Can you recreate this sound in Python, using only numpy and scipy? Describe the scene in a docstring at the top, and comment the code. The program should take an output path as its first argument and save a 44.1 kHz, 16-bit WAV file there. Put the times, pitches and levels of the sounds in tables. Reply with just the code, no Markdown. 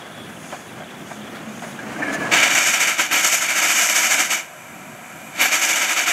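"""A steam shovel works in the open air. First it swings behind a heap of earth: gears rumble and clatter,
chain links twitter, a soft draught blows up the stack (its chimney) and leaking steam sings and wheezes.
Loose iron knocks, a cab panel booms and a friction band squeals on its drum. At 2.3 s the engine takes
the load and chuffs hard through the stack, about fourteen beats a second. At 4.3 s it rests for a second,
leaving the draught and a low rumble, and then it starts again."""
import sys
import numpy as np
from scipy.fft import rfft, irfft, next_fast_len
from scipy.io import wavfile
from scipy.ndimage import map_coordinates

SR = 44100
rng = np.random.default_rng(int(sys.argv[2]) if len(sys.argv) > 2 else 0)


def transcribe(signal):
    """Save signal, clipped to [-1, 1], as a 16-bit WAV file at the path in sys.argv[1]."""
    frames = np.atleast_2d(signal).T
    limited = np.clip(frames, -1, 1)
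    pcm = np.round(limited * 32767).astype(np.int16)
    wavfile.write(sys.argv[1], SR, pcm)


N = 269892
TIME = np.arange(N) / SR

# A TONE table gives a noise its balance of low and high. A MODES table lists the pitches a part rings at.
# How loud the low rumble is heard: it swells with the swing, dips under the chuffs
# and returns in the pause: time_s, level_db
RUMBLE_LEVELS = [(0, -42), (1.3, -39), (1.75, -39.5), (2.17, -33.5), (2.65, -43.5), (3.4, -50.5),
                 (3.8, -51), (4.5, -51), (4.75, -44.5), (5.35, -45), (5.65, -55)]
# The shaking frame: frequency_hz, level_db
FRAME_TONE = [(25, -34), (55, -25), (80, -15), (120, -3.5), (160, 0.5), (225, 1), (300, -2.5), (370, -4),
              (450, -21), (700, -36.5)]
# The low and the higher boom of a cab panel: frequency_hz, level_db
PANEL_LOW_TONE = [(130, -47), (195, -15), (212, 1), (230, -3.5), (330, -74)]
PANEL_HIGH_TONE = [(200, -50), (265, -3), (288, 7), (315, 0), (420, -62)]
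# The effort of the swing, heard as clatter: time_s, level_db
CLATTER_LEVELS = [(0, -39), (1, -39.5), (1.7, -37.5), (2.05, -31), (2.3, -28), (2.9, -54), (3.2, -75)]
# Gear teeth and chains clattering: frequency_hz, level_db
CLATTER_TONE = [(210, -33), (350, -4), (537, -1.5), (726, 0), (878, -5.5), (1350, -5), (1610, -5.5),
                (2100, -8.5), (3080, -13.5), (3380, -21.5), (5190, -24), (6590, -20), (8230, -26.5),
                (9640, -27.5), (15500, -69.5)]
# The ringing of the stack: pitch_hz, width_hz, level_db
STACK_MODES = [(216, 50, -13.5), (322.6, 21.4, -5.5), (622, 143, -8), (753.5, 54, -3.5), (966, 108, -6),
               (1329, 124, -1), (1634, 157, 1), (1940, 318, 0), (2348, 240, 4), (2996, 263, -2.5),
               (3480, 234, -6), (3850, 230, -10), (4517, 140, -8.5)]
# Slow steam in the stack: frequency_hz, level_db
ROAR_TONE = [(150, 0), (220, 2), (320, -13), (450, 10), (750, 6.5), (1200, 3.5), (1400, -0.5), (1700, -1),
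             (2200, -6), (2450, -3), (2600, -4.5), (2950, -11), (5000, -11)]
# The fizz of the draught: frequency_hz, level_db
FIZZ_TONE = [(2000, -28), (3000, -2), (4200, -12), (5400, -10), (6000, -2.5), (8000, -0.5), (9000, -10),
             (9700, -17), (10600, -6), (11400, -3.5), (13000, -10), (15500, -21)]
# Thin leaks at the pipe joints: pitch_hz, width_hz, level_db
PIPE_LEAKS = [(1610, 59, -61), (3390, 150, -54), (9700, 1200, -59.5)]
# Steam slipping past a gland, the seal around a moving rod: middle_s, spread_s, level_db
GLAND_WHEEZES = [(0.52, 0.1, -45), (1.12, 0.053, -46), (1.625, 0.11, -46), (2.03, 0.072, -61),
                 (2.143, 0.011, -33), (2.28, .06, -55)]
# The hiss of that gland: frequency_hz, level_db
GLAND_TONE = [(2500, -36), (4500, -10), (5600, -8.5), (6600, 1.5), (7500, -8), (11000, -13), (15500, -29)]
# Slack gears catching up with a knock: start_s, level_db, treble_db
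GEAR_KNOCKS = [(0.524, -18.5, -7), (0.8, -22.5, -10), (1.101, -18, -18), (1.345, -26.5, 6.5),
               (1.62, -19.5, -2), (1.787, -28, -4), (1.998, -19, -10), (2.124, -17.5, 4.5),
               (2.209, -26, -12), (2.256, -28, -6)]
# The ringing of the cab: pitch_hz, width_hz, level_db
CAB_MODES = [(220, 50, -7), (626, 49, 2.5), (734, 51, 3.5), (980, 140, -7), (1237, 73, -5.5),
             (1570, 120, -7), (2310, 280, -13)]
# The sharp crack of a knock: frequency_hz, level_db
CRACK_TONE = [(500, -30), (1500, 6), (3500, -8), (5000, -14), (15000, -28)]
# The friction band grabbing its drum: start_s, length_s, pitch_hz, level_db
BAND_GRABS = [(1.788, 0.014, 1620, -30.5), (1.957, 0.015, 1620, -31), (2.019, 0.02, 1782, -22),
              (2.044, 0.069, 1676, -27.5), (2.126, 0.05, 1740, -27), (2.202, .08, 1680, -30)]
# The ringing of the band: pitch_hz, width_hz, level_db
RASP_MODES = [(1255, 40, -3), (1584, 33, 3.5), (2154, 25, 1), (2340, 45, -1)]
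# The throttle (the steam tap) opening for a run of beats: start_s, lead_in_s, thump_db, spray_db
THROTTLE_OPENINGS = [(2.32, .01, -37, -50), (3.115, 0.012, -46, -31), (5.403, 0.051, -46, -26)]
# The engine's puffs of used steam: start_s, level_db
BEATS = [(2.309, -11.0), (2.358, -13.5), (2.403, -12.0), (2.492, -15.0), (2.532, -14.0), (2.593, -16),
         (2.644, -15.5), (2.71, -16), (2.785, -14.5), (2.847, -15), (2.958, -13), (3.106, -11.5),
         (3.155, -20), (3.213, -13.5), (3.299, -15.5), (3.391, -17.5), (3.469, -16.5), (3.542, -15.5),
         (3.608, -14.5), (3.667, -14.5), (3.746, -15.5), (3.792, -15.0), (3.871, -17.5), (3.933, -13.5),
         (4.011, -15.5), (4.086, -14), (4.16, -14.0), (4.277, -15.0), (5.38, -10.5), (5.492, -13.0),
         (5.598, -15.5), (5.665, -16), (5.742, -17.0), (5.788, -16.5), (5.87, -16.0), (5.943, -14),
         (6.042, -13.0)]
# How the hiss of the steam jet rises and falls against the bark of the beats: time_s, level_db
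HISS_LEVELS = [(2.31, -10.5), (2.68, -3.0), (2.85, -5.0), (3.12, -7.5), (3.33, 1), (3.5, -6), (3.8, -1.5),
               (4.33, -4), (5.37, -9.5), (5.63, -2.5), (5.95, -6.5)]
# The jet from the nozzle in the stack: frequency_hz, level_db
JET_TONE = [(3000, -60), (4300.0, -14), (4900.0, -9), (5800.0, -1.5), (6600.0, 1.1), (8200.0, -5),
            (9700.0, -20), (10800.0, -10), (12500.0, -12), (14000.0, -18), (15500.0, -33)]
# The deep woof of a beat: frequency_hz, level_db
WOOF_TONE = [(30, -30), (90, -30.5), (160, -12), (290, 12), (420, -4), (580, 5.5), (900, 5), (1500, -17)]
# Air shoved out of the stack, and the water sprayed after it: frequency_hz, level_db
THUMP_TONE = [(20, -5), (45, -4), (80, -3), (140, 7), (220, -3), (500, -30)]
SPRAY_TONE = [(8000, -12), (10500, -5), (12500, 5), (14000, -5), (15500, -20)]


def amp(db):
    """Turn decibels into a number to multiply by."""
    return np.exp(np.asarray(db) * (np.log(10) / 20))


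def unit(x):
    """Scale a signal to an average strength (rms) of 1."""
    return x / np.sqrt(np.mean(x ** 2) + 1e-20)


def curve(points):
    """Join (time_s, value) points with straight lines, giving one value per sample."""
    return np.interp(TIME, *np.transpose(points))


def noise():
    """Plain white noise."""
    return rng.standard_normal(N)


def wobble(rate):
    """A smooth curve through `rate` random values a second."""
    return map_coordinates(rng.standard_normal(int(N * rate / SR) + 4), [TIME * rate])


def filtered(x, response):
    """Multiply each frequency in x by response(hz)."""
    size = next_fast_len(N + SR // 2)
    return irfft(rfft(x, size) * response(np.fft.rfftfreq(size, 1 / SR)), size)[:N]


def coloured(x, tone):
    """Shape x with a TONE table and scale it to strength 1."""
    points_hz, db = np.transpose(tone)
    return unit(filtered(x, lambda hz: amp(np.interp(np.log(hz + 1), np.log(points_hz), db))))


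def resonate(x, modes):
    """Let x ring at the pitches of a MODES table and scale it to strength 1."""
    def response(hz):
        return sum((-1) ** k * amp(db) * 1j * hz * width / (pitch ** 2 - hz ** 2 + 1j * hz * width)
                   for k, (pitch, width, db) in enumerate(modes))
    return unit(filtered(x, response))


def turbulence(rate, depth_db):
    """White noise that comes in small bursts."""
    return unit(noise() * amp(depth_db * wobble(rate)))


def grains(rate, spread_db):
    """Tiny random hits of uneven size, about `rate` a second."""
    hits = rng.random(N) < rate / SR
    return unit(hits * noise() * amp(spread_db * noise()))


def gearing(boom_from_s=1.56, boom_to_s=2.19, brake_from_s=1.72, brake_full_s=2.1):
    """The frame rumbles; as the shovel swings, teeth and chains clatter and a loaded panel booms."""
    rumble = amp(curve(RUMBLE_LEVELS)) * coloured(turbulence(rate=19, depth_db=2), FRAME_TONE)
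    boom_db = -38 - 19 * np.maximum(boom_from_s - TIME, 0) - 47 * np.maximum(TIME - boom_to_s, 0)
    strain = np.interp(TIME, [brake_from_s, brake_full_s], [0, 1])  # braking wakes the higher boom
    panel = coloured(noise(), PANEL_LOW_TONE) + 1.6 * strain * coloured(noise(), PANEL_HIGH_TONE)
    rattle = turbulence(rate=60, depth_db=1.35) + 0.14 * grains(rate=400, spread_db=-1)
    clatter = amp(curve(CLATTER_LEVELS)) * coloured(rattle, CLATTER_TONE)
    return rumble + amp(boom_db) * panel + clatter


def chain_links(count=110, within_s=1.8, loudest_db=-39.5, rise_s=0.002):
    """Chain links give a twitter of tiny metal chirps, each at its own pitch."""
    twitter, age = np.zeros(N), np.arange(SR // 40) / SR
    for when, height, softness in rng.random((count, 3)):
        pitch_hz = 2700 + 1200 * height
        chirp = age / rise_s * np.exp(1 - age / rise_s) * np.sin(2 * np.pi * pitch_hz * age)
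        start = round(within_s * when * SR)
        twitter[start:start + len(age)] += amp(loudest_db - 5.4 * softness - 3 * height) * chirp
    return twitter


def stack(x, low_hz=150, high_hz=5000):
    """The stack rings to whatever blows through it and lets out little bass or treble."""
    def let_out(hz):
        return 1 / np.sqrt((1 + (hz / high_hz) ** 12) * (1 + (low_hz / (hz + 1)) ** 4))
    return unit(filtered(resonate(x, STACK_MODES), let_out))


def draught(start_db=-49.5, growth_db_per_s=2):
    """A soft flow roars up the stack with a wavering fizz, growing with the boiler pressure."""
    roar = coloured(stack(noise()), ROAR_TONE)
    fizz = coloured(noise(), FIZZ_TONE) * amp(-7 + 0.6 * wobble(5.4))
    return amp(start_db + growth_db_per_s * TIME) * (roar + fizz)


def roof_echo(x, delay_s=0.001353, share=0.16):
    """The cab roof bounces the stack's sound back a moment later, which makes it hollow."""
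    return filtered(x, lambda hz: 1 + share * np.exp(-2j * np.pi * hz * delay_s))


def leaks(singing_end_s=2.2, fade_s=0.5):
    """Pipe joints sing thinly until the engine draws the steam, and a gland wheezes once a stroke."""
    singing = sum(amp(db + 4.4 * wobble(8.8)) * resonate(noise(), [(hz, width, 0)])
                  for hz, width, db in PIPE_LEAKS)
    fade = np.clip((singing_end_s - TIME) / fade_s, 0, 1)
    strokes = sum(amp(db) * np.exp(-0.5 * ((TIME - middle_s) / spread_s) ** 2)
                  for middle_s, spread_s, db in GLAND_WHEEZES)
    return fade * singing + strokes * coloured(noise(), GLAND_TONE)


def knocks(rise_s=0.0098, fade_s=0.11, rebound_s=0.018, rebound_db=-13):
    """Loose iron strikes, bounces once and chatters briefly, booming in the cab."""
    blows, cracks = np.zeros((2, N))
    for start_s, db, treble_db in GEAR_KNOCKS:
        for delay_s, loss_db in [(0, 0), (rebound_s, rebound_db)]:
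            age = np.clip(TIME - start_s - delay_s, 0, 1)
            blow = (1 - np.exp(-age / rise_s)) * amp(db + loss_db - 60 * age / fade_s)
            blows += blow
            cracks += blow * amp(treble_db)
    boom = resonate(turbulence(rate=200, depth_db=-3.5), CAB_MODES)
    crack = coloured(noise(), CRACK_TONE)
    return amp(-2) * blows * boom + amp(-6.5) * cracks * crack


def band_squeal(swell_s=0.0036, let_go_s=0.023):
    """The friction band sticks and slips on its drum: each grab is a shaky note with a softer rasp."""
    grip = np.zeros(N)
    for start_s, length_s, _, db in BAND_GRABS:
        swell = (TIME - start_s) / swell_s
        release = (start_s + length_s - TIME) / let_go_s + 0.5
        grip += amp(db) * np.clip(np.minimum(swell, release), 0, 1)
    pitch_hz = curve([(start_s + length_s / 2, hz) for start_s, length_s, hz, _ in BAND_GRABS])
    phase = 2 * np.pi * np.cumsum(pitch_hz * (1 + 0.02 * wobble(450))) / SR
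    note = unit(np.sin(phase) * amp(3.5 * wobble(140)))
    rasp = resonate(noise(), RASP_MODES)
    return grip * (note + amp(-4.5) * rasp)


def valve_beats(hold_s=0.046, rise_share=0.41, slowest_beat_s=0.11):
    """The strength of bark and jet over time: each beat opens, holds, then dies away ever faster."""
    # Steam slips through while the throttle is still opening.
    bark_power = jet_power = sum(amp(-15.5 - 20 * np.abs(TIME - start_s) / lead_in_s) ** 2
                                 for start_s, lead_in_s, *_ in THROTTLE_OPENINGS)
    gaps_s = np.diff([start_s for start_s, _ in BEATS], append=np.inf)
    for (start_s, db), gap_s in zip(BEATS, gaps_s):
        age = TIME - start_s
        rise_s = rise_share * min(gap_s, slowest_beat_s)  # slower beats start more softly
        valve = np.sin(np.pi / 2 * np.clip(age / rise_s, 0, 1)) ** 2
        closed_s = np.clip(age - hold_s, 0, 1)
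        pressure = amp(db - 60 * closed_s / 0.55 - 606 * closed_s ** 2)
        bark_power = bark_power + (valve * pressure) ** 2
        jet_power = jet_power + (valve ** 1.35 * pressure) ** 2  # hisses only once the valve is well open
    return np.sqrt(bark_power), np.sqrt(jet_power)


def exhaust(sizzle_above_hz=9700, dull_db=-4.5, brighten_s=0.25):
    """Each puff of steam barks in the stack and hisses at the nozzle; wet steam spits in the jet."""
    bark_strength, jet_strength = valve_beats()
    flutter = amp(0.64 * wobble(90) + 0.38 * wobble(450))  # swirls shake the whole jet
    spit = grains(rate=970, spread_db=-1.5)
    bark = stack(turbulence(rate=180, depth_db=-0.2) + 0.3 * spit)
    hiss = coloured(turbulence(rate=220, depth_db=0.94) + 0.42 * spit, JET_TONE)
    # The top of the hiss starts dull and brightens as the engine gets going.
    running_s = np.maximum(TIME - BEATS[0][0], 0)
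    sizzle = filtered(hiss, lambda hz: hz > sizzle_above_hz)
    hiss = hiss - sizzle + amp(dull_db * np.exp(-running_s / brighten_s)) * sizzle
    hiss_db = curve(HISS_LEVELS)
    woof = amp(-28.5 - 1.07 * hiss_db) * coloured(noise(), WOOF_TONE)  # dull beats carry more bass
    return flutter * (bark_strength * (amp(-4) * bark + woof) + jet_strength * amp(hiss_db - 2.5) * hiss)


def first_steam(thump_rise_s=0.004, thump_fade_s=0.12, spray_rise_s=0.02):
    """As the throttle opens, steam shoves the air out of the stack with a thump, then sprays out water."""
    shove, spray = np.zeros((2, N))
    for start_s, _, thump_db, spray_db in THROTTLE_OPENINGS:
        age = np.maximum(TIME - start_s, 0)
        shove += (1 - np.exp(-age / thump_rise_s)) * amp(thump_db - 60 * age / thump_fade_s)
        spray += amp(spray_db) * age / spray_rise_s * np.exp(1 - age / spray_rise_s)
    thump = coloured(noise(), THUMP_TONE)
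    drops = coloured(turbulence(rate=400, depth_db=2.5), SPRAY_TONE)
    return shove * thump + spray * drops


def scene():
    """All parts of the machine, heard from one spot."""
    steam = roof_echo(exhaust() + draught()) + first_steam() + leaks()
    iron = gearing() + chain_links() + knocks() + band_squeal()
    return (steam + iron)[None]


def record(dry):
    """The microphone rounds off the tallest peaks and drops the very highest treble."""
    ceiling, top_hz = 0.8, 15680
    rounded = dry[0] / (1 + np.abs(dry[0] / ceiling) ** 6) ** (1 / 6)
    return filtered(rounded, lambda hz: hz < top_hz)[None]


dry = scene()
out = record(dry)
transcribe(out)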